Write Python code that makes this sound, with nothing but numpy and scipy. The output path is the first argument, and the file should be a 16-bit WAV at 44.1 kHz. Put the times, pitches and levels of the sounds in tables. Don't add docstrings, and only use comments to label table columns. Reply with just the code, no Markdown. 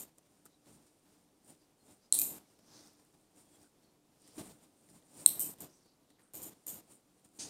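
import sys
import numpy as np
from scipy import signal
from scipy.fft import rfft, irfft
from scipy.io import wavfile
from scipy.ndimage import uniform_filter1d

SR = 44100
rng = np.random.default_rng(int(sys.argv[2]) if len(sys.argv) > 2 else 0)


def store_pcm(level_fs):
    pcm = np.round(np.clip(level_fs, -1, 1) * 32767).astype(np.int16)
    wavfile.write(sys.argv[1], SR, np.atleast_2d(pcm).T)


def volts_from_db(level):
    exponent = np.asarray(level, float) / 20
    return 10 ** exponent


N = 330436
STEP = 32
OPEN_DB = -57.5

# freq_hz, width_hz, level_db
LEVER_MODES = [
    [(2490, 140, 3.5), (3050, 91, -7), (4300, 1760, -5)],
    [(7225, 550, 3), (8500, 1000, 2.5), (9640, 1600, -2), (6160, 1000, -11)],
    [(13250, 600, 2), (12000, 1200, -10), (14400, 1400, -10), (11080, 780, -9), (16000, 2000, -22)],
]
# freq_hz, level_db (per Hz)
RATTLE_ROOM = [(1760, -40.5), (3000, -15.5), (3960, -18.5), (6040, -15.5), (6960, 0), (7690, -5),
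               (8750, 0.5), (9900, -5), (11400, -16.5), (12300, -0.5), (13300, 2), (14100, -1.5),
               (16000, -21.5), (16500, -43)]


def ring(x, hz, width_hz):
    r = np.exp(-np.pi * width_hz / SR)
    pole = r * np.exp(2j * np.pi * hz / SR)
    return 2 * (1 - r) ** 2 * signal.lfilter([1], [1, -2 * pole, pole * pole], x).real


def body(x, modes):
    return sum((-1) ** k * volts_from_db(db) * ring(x, hz, width_hz) for k, (hz, width_hz, db) in enumerate(modes))


def unit(x):
    return x / np.sqrt(np.mean(x ** 2))


def colour(x, points):
    hz = np.maximum(np.arange(len(x) // 2 + 1) * SR / len(x), 1)
    points_hz, points_db = np.array(points).T
    gain_db = np.interp(np.log(hz), np.log(points_hz), points_db)
    return irfft(rfft(x) * volts_from_db(gain_db), len(x))


def walk(rate_hz):
    k = int(SR / rate_hz)
    held = np.repeat(rng.standard_normal(N // k + 1), k)
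    return 1.3 * uniform_filter1d(uniform_filter1d(held, k), k)[:N]


def clock():
    return np.arange(0, N, STEP) / SR


def smooth(control):
    return np.interp(np.arange(N) / SR, clock(), control)


def room(wash, rings, gap_s, rise_s, size=SR // 3):
    # delay_s, level_db (over the diffuse sound)
    echoes = [(.005, 5.5), (0.0113, 3), (.0165, 7.5), (.0185, 7), (0.026, 8)]
    t60_low_s, t60_high_s, t60_top_s = 0.42, 0.4, 0.3
    t = np.arange(size) / SR
    clumps = np.repeat(rng.uniform(-1.6, 1, size // 50 + 1), 50)[:size]
    noise = rng.standard_normal(size) * volts_from_db(6.0 * clumps * np.exp(-t / 0.072))
    for delay_s, db in echoes:
        noise[int(delay_s * SR)] += volts_from_db(db) * 3
    ringing = sum(volts_from_db(db) * unit(ring(noise, hz, width_hz)) for hz, width_hz, db in rings)
    noise = unit(colour(noise, wash)) + ringing
    low = signal.sosfilt(signal.butter(2, 6000, fs=SR, output="sos"), noise)
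    top = noise - signal.sosfiltfilt(signal.butter(6, 14300, fs=SR, output="sos"), noise)
    high = noise - low - top
    tail = low * volts_from_db(-60 * t / t60_low_s) + high * volts_from_db(-60 * t / t60_high_s) + top * volts_from_db(-60 * t / t60_top_s)
    return tail * np.clip((t - gap_s) / rise_s, 0, 1)


def strikes(blows, groups, contact_s, wash, start=(0.0017, 0.009), rings=()):
    pad = SR // 3
    direct, wet = np.zeros(N + 2 * pad), np.zeros(N + 2 * pad)
    for s, db, low_db, top_db, room_db in blows:
        push = 0.086 * np.exp(-np.arange(900) / (contact_s * SR)) * rng.standard_normal(900)
        push[0] = 1
        i = pad + int((s - 0.0002) * SR)
        for group_db, modes in zip((low_db, 0, top_db), groups):
            part = body(push, modes)
            direct[i:i + len(push)] += volts_from_db(db + group_db) * part / np.abs(part).max()
        if room_db is not None:
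            wet[i:i + pad] += volts_from_db(db + room_db) * room(wash, rings, *start)
    return np.array([direct, wet])[:, pad:pad + N]


def snips():
    # start_s, peak_db, low_modes_db, top_modes_db, room_db (None = dry)
    cuts = [
        (2.1252, -5.5, -18.5, -17, -21.5),
        (5.2616, -2, -16.5, -10.5, -29),
    ]
    returns = [
        [(2.1402, -27.5, -18.5, -6.5, None), (2.1432, -24.5, -16.5, -4, None), (2.1518, -22, -15.5, -4, None)],
        [(5.277, -28.5, -15, -8, None), (5.2888, -26.5, -14.5, -3, None)],
    ]
    # freq_hz, width_hz, level_db
    jaws = [
        [[(4150, 270, 4), (3300, 1100, -13), (5550, 810, -13), (1199, 1600, -26)], [(8400, 930, 0.5),
         (6730, 900, -19.5), (9300, 990, -7)], [(10200, 500, 0), (11500, 1400, -2), (13800, 820, -8),
         (15700, 1200, -12)]],
        [[(4070, 370, 0), (3460, 970, -12.5), (2201, 1400, -28), (900, 900, -33)], [(8450, 570, 3.5),
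         (6410, 600, -34), (9620, 570, -15.5)], [(11780, 910, 2.5), (13000, 1300, -1.5), (15570, 1000, -14)]],
    ]
    # freq_hz, level_db (per Hz)
    washes = [
        [(1180, -62.5), (2000, -35.5), (2630, -33), (4090, -9.5), (5100, -27), (5620, -18), (6250, -20.5),
         (8580, -0.5), (10200, -3.5), (13500, -19.5), (14700, -14.5), (16100, -29.5), (16500, -54)],
        [(1180, -57.5), (2000, -27.5), (3300, -20), (4050, -6.5), (4750, -27), (5420, -17), (6760, -22.5),
         (8210, 1), (8740, 0.5), (9890, -11.5), (13200, -1.5), (16100, -20.5), (16500, -43)],
    ]
    return sum(strikes([cut] + back, jaw, 0.001, wash, start=(0.004, 0.014))
               for cut, back, jaw, wash in zip(cuts, returns, jaws, washes))


def lever():
    # start_s, peak_db, low_modes_db, top_modes_db, room_db (None = dry)
    rebounds = [
        (2.1891, -15.5, -18.5, -2.5, -19.5),
        (2.1968, -19.5, -29, 0, -20),
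        (2.2165, -19, -13, 0, -17.5),
        (2.2215, -25, -19, 1, -15),
    ]
    release = [
        (5.3955, -24, -30, 2.5, -7.5),
    ]
    rattles = [(5.6051, -40, -33, 0, None), (5.6063, -35, -28, -6, -17), (5.6081, -36, -28, -12, None),
               (5.6125, -42, -25, 0, None), (5.6205, -40, -25, 3, -20), (6.3362, -40.5, -22, -1.5, -9),
               (6.342, -46, -21, -4, -14), (6.3531, -37.5, -22, 2.5, -11), (6.4191, -36, -22, -4, -9),
               (6.4271, -46, -22, -8, None), (6.4403, -40, -19, -2, -14), (6.458, -43, -22, -2, None),
               (6.462, -45, -22, -5, None), (6.4795, -42, -22, -8, None), (6.6678, -32, -24.5, 0, -9),
               (6.6785, -39, -20, -13, None), (6.6845, -35, -21, -8, -8), (.0004, -38, -22, 0, None),
               (.004, -36, -16, -4, None), (.0077, -33, -25, -6, -14)]
    earlier = [
        (-0.022, -42, -17.5, 1.2, -6),
    ]
    # freq_hz, level_db (per Hz)
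    rebound_wash = [(1180, -62.5), (2000, -35), (2490, -20), (2750, -28), (4050, -29), (5980, -19),
                    (7010, -6), (8360, -5), (9890, -6), (11400, -20), (13300, 4), (15600, -23),
                    (16100, -25), (16500, -55.5)]
    release_wash = [(1180, -63), (2000, -39), (2560, -26), (2850, -33), (3050, -22), (3500, -33),
                    (5200, -18.5), (6650, -13), (8400, 2), (11500, -11), (12600, -3.5), (13300, 4),
                    (16100, -21), (16500, -46)]
    # freq_hz, width_hz, level_db (against the wash)
    ringing = [(13030, 420, -14.5), (7140, 130, -20), (8390, 250, -22)]
    kinds = ((rebounds, rebound_wash), (release, release_wash), (rattles + earlier, RATTLE_ROOM))
    return sum(strikes(blows, LEVER_MODES, 0.0012, wash, rings=ringing) for blows, wash in kinds)


def ticks():
    # start_s, peak_db, low_modes_db, top_modes_db, room_db (None = dry)
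    touches = [(0.1836, -46, -17, -11, -20), (0.4554, -45, -31, -3, -26), (.461, -48, -25, -6, None),
               (0.6594, -57, -2, -13, None), (0.8794, -62, -15, -15, None), (2.59, -62, -15, -19, None),
               (4.2768, -49.5, -9, -12, -32), (4.3824, -44, -10, -15, -24), (4.4694, -46, -14, -17, -24),
               (4.8894, -56, -3, -20, -24), (5.2284, -48, -9, -4, -15.5), (5.5854, -54, -8, -3, -8),
               (5.579, -60, -1, -20, None), (5.025, -64, 3, -20, None), (6.6645, -46, -20, -1, -8),
               (6.9347, -56, -18.5, -19.5, None), (7.2485, -49, -23.5, -15, -28),
               (7.2894, -58, -16, -21, None), (6.104, -59.5, 0, -14, None), (6.195, -66, 4.5, -14, None),
               (6.278, -71, 4, -14, None), (3.05, -60, -15, -8, None), (2.934, -60, -18, -5, None)]
    # freq_hz, width_hz, level_db
    dull_modes = [(1950, 500, 0), (3300, 900, -1.5), (4400, 1500, -5)]
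    return strikes(touches, [dull_modes] + LEVER_MODES[1:], 0.0022, RATTLE_ROOM)


def knock():
    # start_s, peak_db, low_modes_db, top_modes_db, room_db (None = dry)
    bounces = [
        (7.3885, -48, -6, -21, -3),
        (7.3905, -39, -8, -23, -7),
        (7.399, -43, -6, -21, -6),
        (7.41, -41, -6, -21, -7),
        (7.4215, -43, -8, -21, -11),
        (7.4275, -42, -8, -21, None),
    ]
    # freq_hz, width_hz, level_db
    handle = [
        [(5100, 1800, 6), (3290, 1850, -9), (1900, 1100, -3)],
        [(6160, 890, 6), (7400, 1500, -5), (8750, 1200, 2), (9540, 1000, -7.5)],
        [(11000, 1500, 2.5), (13500, 3000, -11)],
    ]
    # freq_hz, level_db (per Hz)
    wash = [(880, -36), (1500, -14.5), (2220, -16), (2480, -11.5), (3180, -12), (4660, -2), (9130, -3),
            (11300, -21), (15200, -38), (16000, -34), (16500, -58)]
    # freq_hz, width_hz, level_db (against the wash)
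    ringing = [(6600, 60, -10), (4840, 180, -15), (6250, 83, -12)]
    return strikes(bounces, handle, 0.0063, wash, start=(0, 0.006), rings=ringing)


def squeaks():
    # start_s, length_s, pitch_hz, width_hz, level_db
    slips = [(0.502, .065, 3900, 350, -79), (.455, 0.011, 1390, 380, -65), (1.598, .045, 4740, 55, -79),
             (1.577, 0.022, 5000, 80, -86), (1.797, .035, 4260, 50, -80), (1.868, .025, 3620, 90, -80),
             (1.998, 0.037, 4670, 70, -82), (2.015, .06, 5000, 55, -80), (2.448, 0.014, 2270, 200, -77),
             (3.52, .06, 3350, 130, -78), (3.46, .03, 3300, 160, -83), (3.526, 0.041, 7400, 300, -73),
             (3.585, .02, 4850, 200, -79), (3.641, 0.031, 1460, 200, -74), (3.83, 0.025, 4400, 250, -78),
             (3.866, .04, 4300, 300, -81), (5.398, 0.072, 3060, 70, -62), (5.43, .04, 2580, 70, -65),
             (5.835, .095, 4500, 1100, -75), (5.7, .08, 5900, 1200, -72), (5.73, 0.044, 7800, 300, -76),
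             (6.185, .025, 1800, 1100, -72), (6.21, .1, 1400, 1100, -79), (6.195, 0.1, 8800, 1600, -73),
             (6.08, .09, 3900, 1200, -78), (4.22, .12, 5000, 1200, -72), (4.23, .11, 3200, 900, -76),
             (2.65, .05, 5900, 700, -76)]
    out = np.zeros(N)
    for s, length_s, hz, width_hz, db in slips:
        swell = np.sqrt(np.hanning(int(1.5 * length_s * SR))) * volts_from_db(-1.5)
        size = len(swell)
        i = int((s - 0.2 * length_s) * SR)
        roughness = np.repeat(rng.standard_normal(size // 300 + 1), 300)[:size]
        note = ring(rng.standard_normal(SR // 4), hz, width_hz)[-size:] * volts_from_db(2.2 * roughness)
        out[i:i + size] += volts_from_db(db) * swell * unit(note)
    return out


def strokes():
    # peak_s, level_db, swell_s, fade_s, dull_part_db
    rubs = [(.186, -68, .008, .01, -15), (.39, -77, 0.43, 0.35, -9), (0.461, -59.5, 0.0051, .016, -6),
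            (.54, -86, 0.063, .05, 6.5), (.69, -69, 0.069, 0.33, -5), (.87, -69, 0.016, 0.033, -8),
            (1.12, -76, 0.13, .3, -7), (1.504, -62, 0.062, 0.066, -12), (1.62, -83, 0.087, 0.089, 3),
            (1.92, -65, 0.12, 0.08, -20), (2.039, -83, 0.093, 0.14, 5), (2.764, -69, 0.14, 0.2, 8),
            (3.03, -76.5, .25, 0.48, -7), (3.381, -63.5, 0.034, .12, -13), (3.55, -68.5, .11, 0.09, -8.5),
            (3.62, -67.5, 0.05, 0.086, -8), (4.285, -67, 0.14, 0.15, -4.5),
            (4.395, -51.5, 0.058, 0.053, -17), (4.5, -59, 0.12, 0.075, -25), (4.64, -65, .06, 0.055, -15),
            (4.955, -63.5, 0.06, 0.074, -14), (5.22, -55.5, 0.12, 0.077, -18),
            (5.7, -74.5, 0.065, 0.29, -1), (6.92, -61, 0.046, 0.066, -21),
            (5.2, -87, 0.086, .1, 9), (4.9, -65.5, 0.019, 0.027, -6.5), (2.865, -72, 0.14, 0.05, 5),
                   (4.83, -72.5, 0.12, .2, -19), (5.2, -56, 0.061, .03, -9), (2.5, -77.5, .1, 0.15, -2),
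                   (5.5, -83, .2, 0.19, -2), (6.1, -79, .02, .06, -8), (5.4, -73, 0.38, 0.087, 0),
                   (6.56, -75, 0.054, 0.47, -9), (10, -66, 0.036, 0.12, -3), (7.2, -80, 0.45, .2, -20),
                   (7.25, -65, .008, 0.026, -8), (7.37, -67, 0.066, 0.099, -21),
                   (3.84, -80, .08, 0.079, -3)]
    range_db = 16
    t, power = clock(), 1e-12
    for s, db, swell_s, fade_s, dull_db in rubs:
        away = np.maximum((s - t) / max(swell_s, 0.004), (t - s) / max(fade_s, 0.004))
        level_db = db - range_db * np.minimum(away, 9) + np.array([[0], [dull_db]])
        power = power + volts_from_db(2 * level_db)
    return np.sqrt(power)


def grains():
    bursts = np.repeat(rng.exponential(size=N // 30 + 1), 30)[:N]
    return rng.standard_normal(N) * volts_from_db(2.2 * bursts + 2.0 * walk(40))


def rustle(rubbing):
    # freq_hz, width_hz, level_db
    fur = [(8940, 2100, 3), (6940, 480, -2), (12165, 6100, -11.5)]
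    cloth = [(5400, 2600, 0), (3400, 1200, -18), (1470, 860, -5.5)]
    return sum(smooth(gain) * unit(body(grains(), modes)) for gain, modes in zip(rubbing, (fur, cloth)))


def thumps():
    # start_s, length_s, level_db
    bumps = [
        (.66, 0.24, -67),
        (4.368, 0.12, -60),
        (4.461, 0.098, -61),
        (4.881, 0.14, -68.5),
    ]
    thump_hz, thump_width_hz = 166, 180
    out = np.zeros(N)
    for s, length_s, db in bumps:
        u = np.linspace(0, 1, int(length_s * SR))
        i = int(s * SR)
        note = unit(ring(rng.standard_normal(len(u)), thump_hz, thump_width_hz))
        out[i:i + len(u)] += volts_from_db(db) * np.sin(np.pi * np.sqrt(u)) * note
    return out


def fan():
    # freq_hz, level_db (per Hz)
    air_colour = [(12, -31.5), (20, -7.5), (27, -21), (100, -11), (160, -7), (273, -6), (297, -1.5),
                  (342, -8), (372, -9), (652, -13.5), (729, -13.5), (1650, -25), (9150, -26),
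                  (15200, -32.5), (16500, -47)]
    hz = np.arange(N // 2 + 1) * SR / N
    spectrum = rfft(colour(rng.standard_normal(N), air_colour)) * np.minimum(hz / 80, 1) ** 2
    bass = irfft(spectrum * (hz < 900), N)
    air = irfft(spectrum * (hz >= 900), N) / bass.std()
    hum = unit(ring(rng.standard_normal(N), 297, 7.8))
    return unit(bass) * volts_from_db(0.49 * walk(30)), air, hum


def gate_level(rubbing):
    # start_s, stay_s, fan_level_db
    openings = [(-.02, 0.058, -58), (.03, .025, -62), (.05, .045, -67), (.176, .015, -66.5),
                (.25, 0.025, -69.5), (.452, .014, -67), (.665, 0.029, -64), (2.124, 0.26, -56),
                (2.586, 0.0078, -64), (2.7, 0.14, -65), (1.05, 0.11, -69.5), (1.88, 0.048, -64.5),
                (6.9, 0.037, -65.5), (2.992, 0.0072, -65.5), (3.135, 0.016, -67), (3.82, 0.031, -71),
                (4.378, 0.039, -49), (4.43, 0.051, -58), (4.49, 0.03, -57.5), (5.262, .255, -56),
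                (5.499, 0.041, -60.5), (5.584, .02, -62), (5.602, 0.046, -55), (5.645, .013, -57.5),
                (5.655, .02, -61), (5.855, 0.01, -67), (6.19, 0.032, -69), (6.098, .014, -67.5),
                (6.335, 0.16, -57), (6.49, .045, -62), (6.664, .125, -58), (6.78, .027, -60),
                (7.246, 0.016, -66.5), (7.386, 0.102, -57.5)]
    shut_db, rise_s, snap_db, close_db_per_s = -73.5, 0.0048, 6.5, 106
    lift, lift_full_db, lift_s = 0.89, -55, 0.02
    waver_db, waver_hz = 0.85, 26
    t = clock()
    rub_power = uniform_filter1d(np.sum(rubbing ** 2, axis=0), size=int(lift_s * SR / STEP))
    heard_db = 10 * np.log10(rub_power + 1e-12)
    lifted_db = OPEN_DB + lift * np.minimum(heard_db - lift_full_db, 0)
    power = volts_from_db(2 * shut_db) + volts_from_db(2 * lifted_db)
    power = power * volts_from_db(2 * waver_db * walk(waver_hz)[::STEP])
    for s, stay_s, db in openings:
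        after_s = np.maximum(t - s - stay_s, 0)
        fall_db = snap_db * np.minimum(after_s / rise_s, 1) + close_db_per_s * after_s
        power = np.maximum(power, volts_from_db(2 * (db - fall_db)) * np.clip((t - s) / rise_s, 0, 1))
    return smooth(10 * np.log10(power))


def scene():
    direct, wet = snips() + lever() + ticks() + knock()
    rubbing = strokes()
    handling = rustle(rubbing) + squeaks() + thumps()
    bass, air, hum = fan()
    rumble = volts_from_db(-91) * unit(ring(rng.standard_normal(N), 35.0, 50.0))
    gate_db = gate_level(rubbing)
    hum = hum * volts_from_db(-12 + np.minimum(gate_db, OPEN_DB + 6.0))
    fan_db = -60.5
    hiss = air * volts_from_db(fan_db + 0.98 * (gate_db - fan_db))
    tail_gain = volts_from_db(1.9 * np.minimum(gate_db - OPEN_DB, 0))
    return (direct + wet * tail_gain + bass * volts_from_db(gate_db) + hum + hiss + rumble + handling)[None]


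def top_cut(x):
    return signal.sosfilt(signal.butter(12, 16830, fs=SR, output="sos"), x)


def record(dry):
    hz = np.arange(N // 2 + 1) * SR / N
    spectrum = rfft(dry)
    top, over = (irfft(spectrum * np.clip((hz - edge_hz) / 150, 0, 1), N) for edge_hz in (15800, 16650))
    quick, slow = (uniform_filter1d(np.abs(top), size=k) for k in (100, 2000))
    sudden = uniform_filter1d(1.0 * (quick > 3.4 * slow), size=200)
    mix = np.clip(dry - over - (top - over) * (1 - sudden), -1, 1)
    return top_cut(mix)


dry = scene()
out = record(dry)
store_pcm(out)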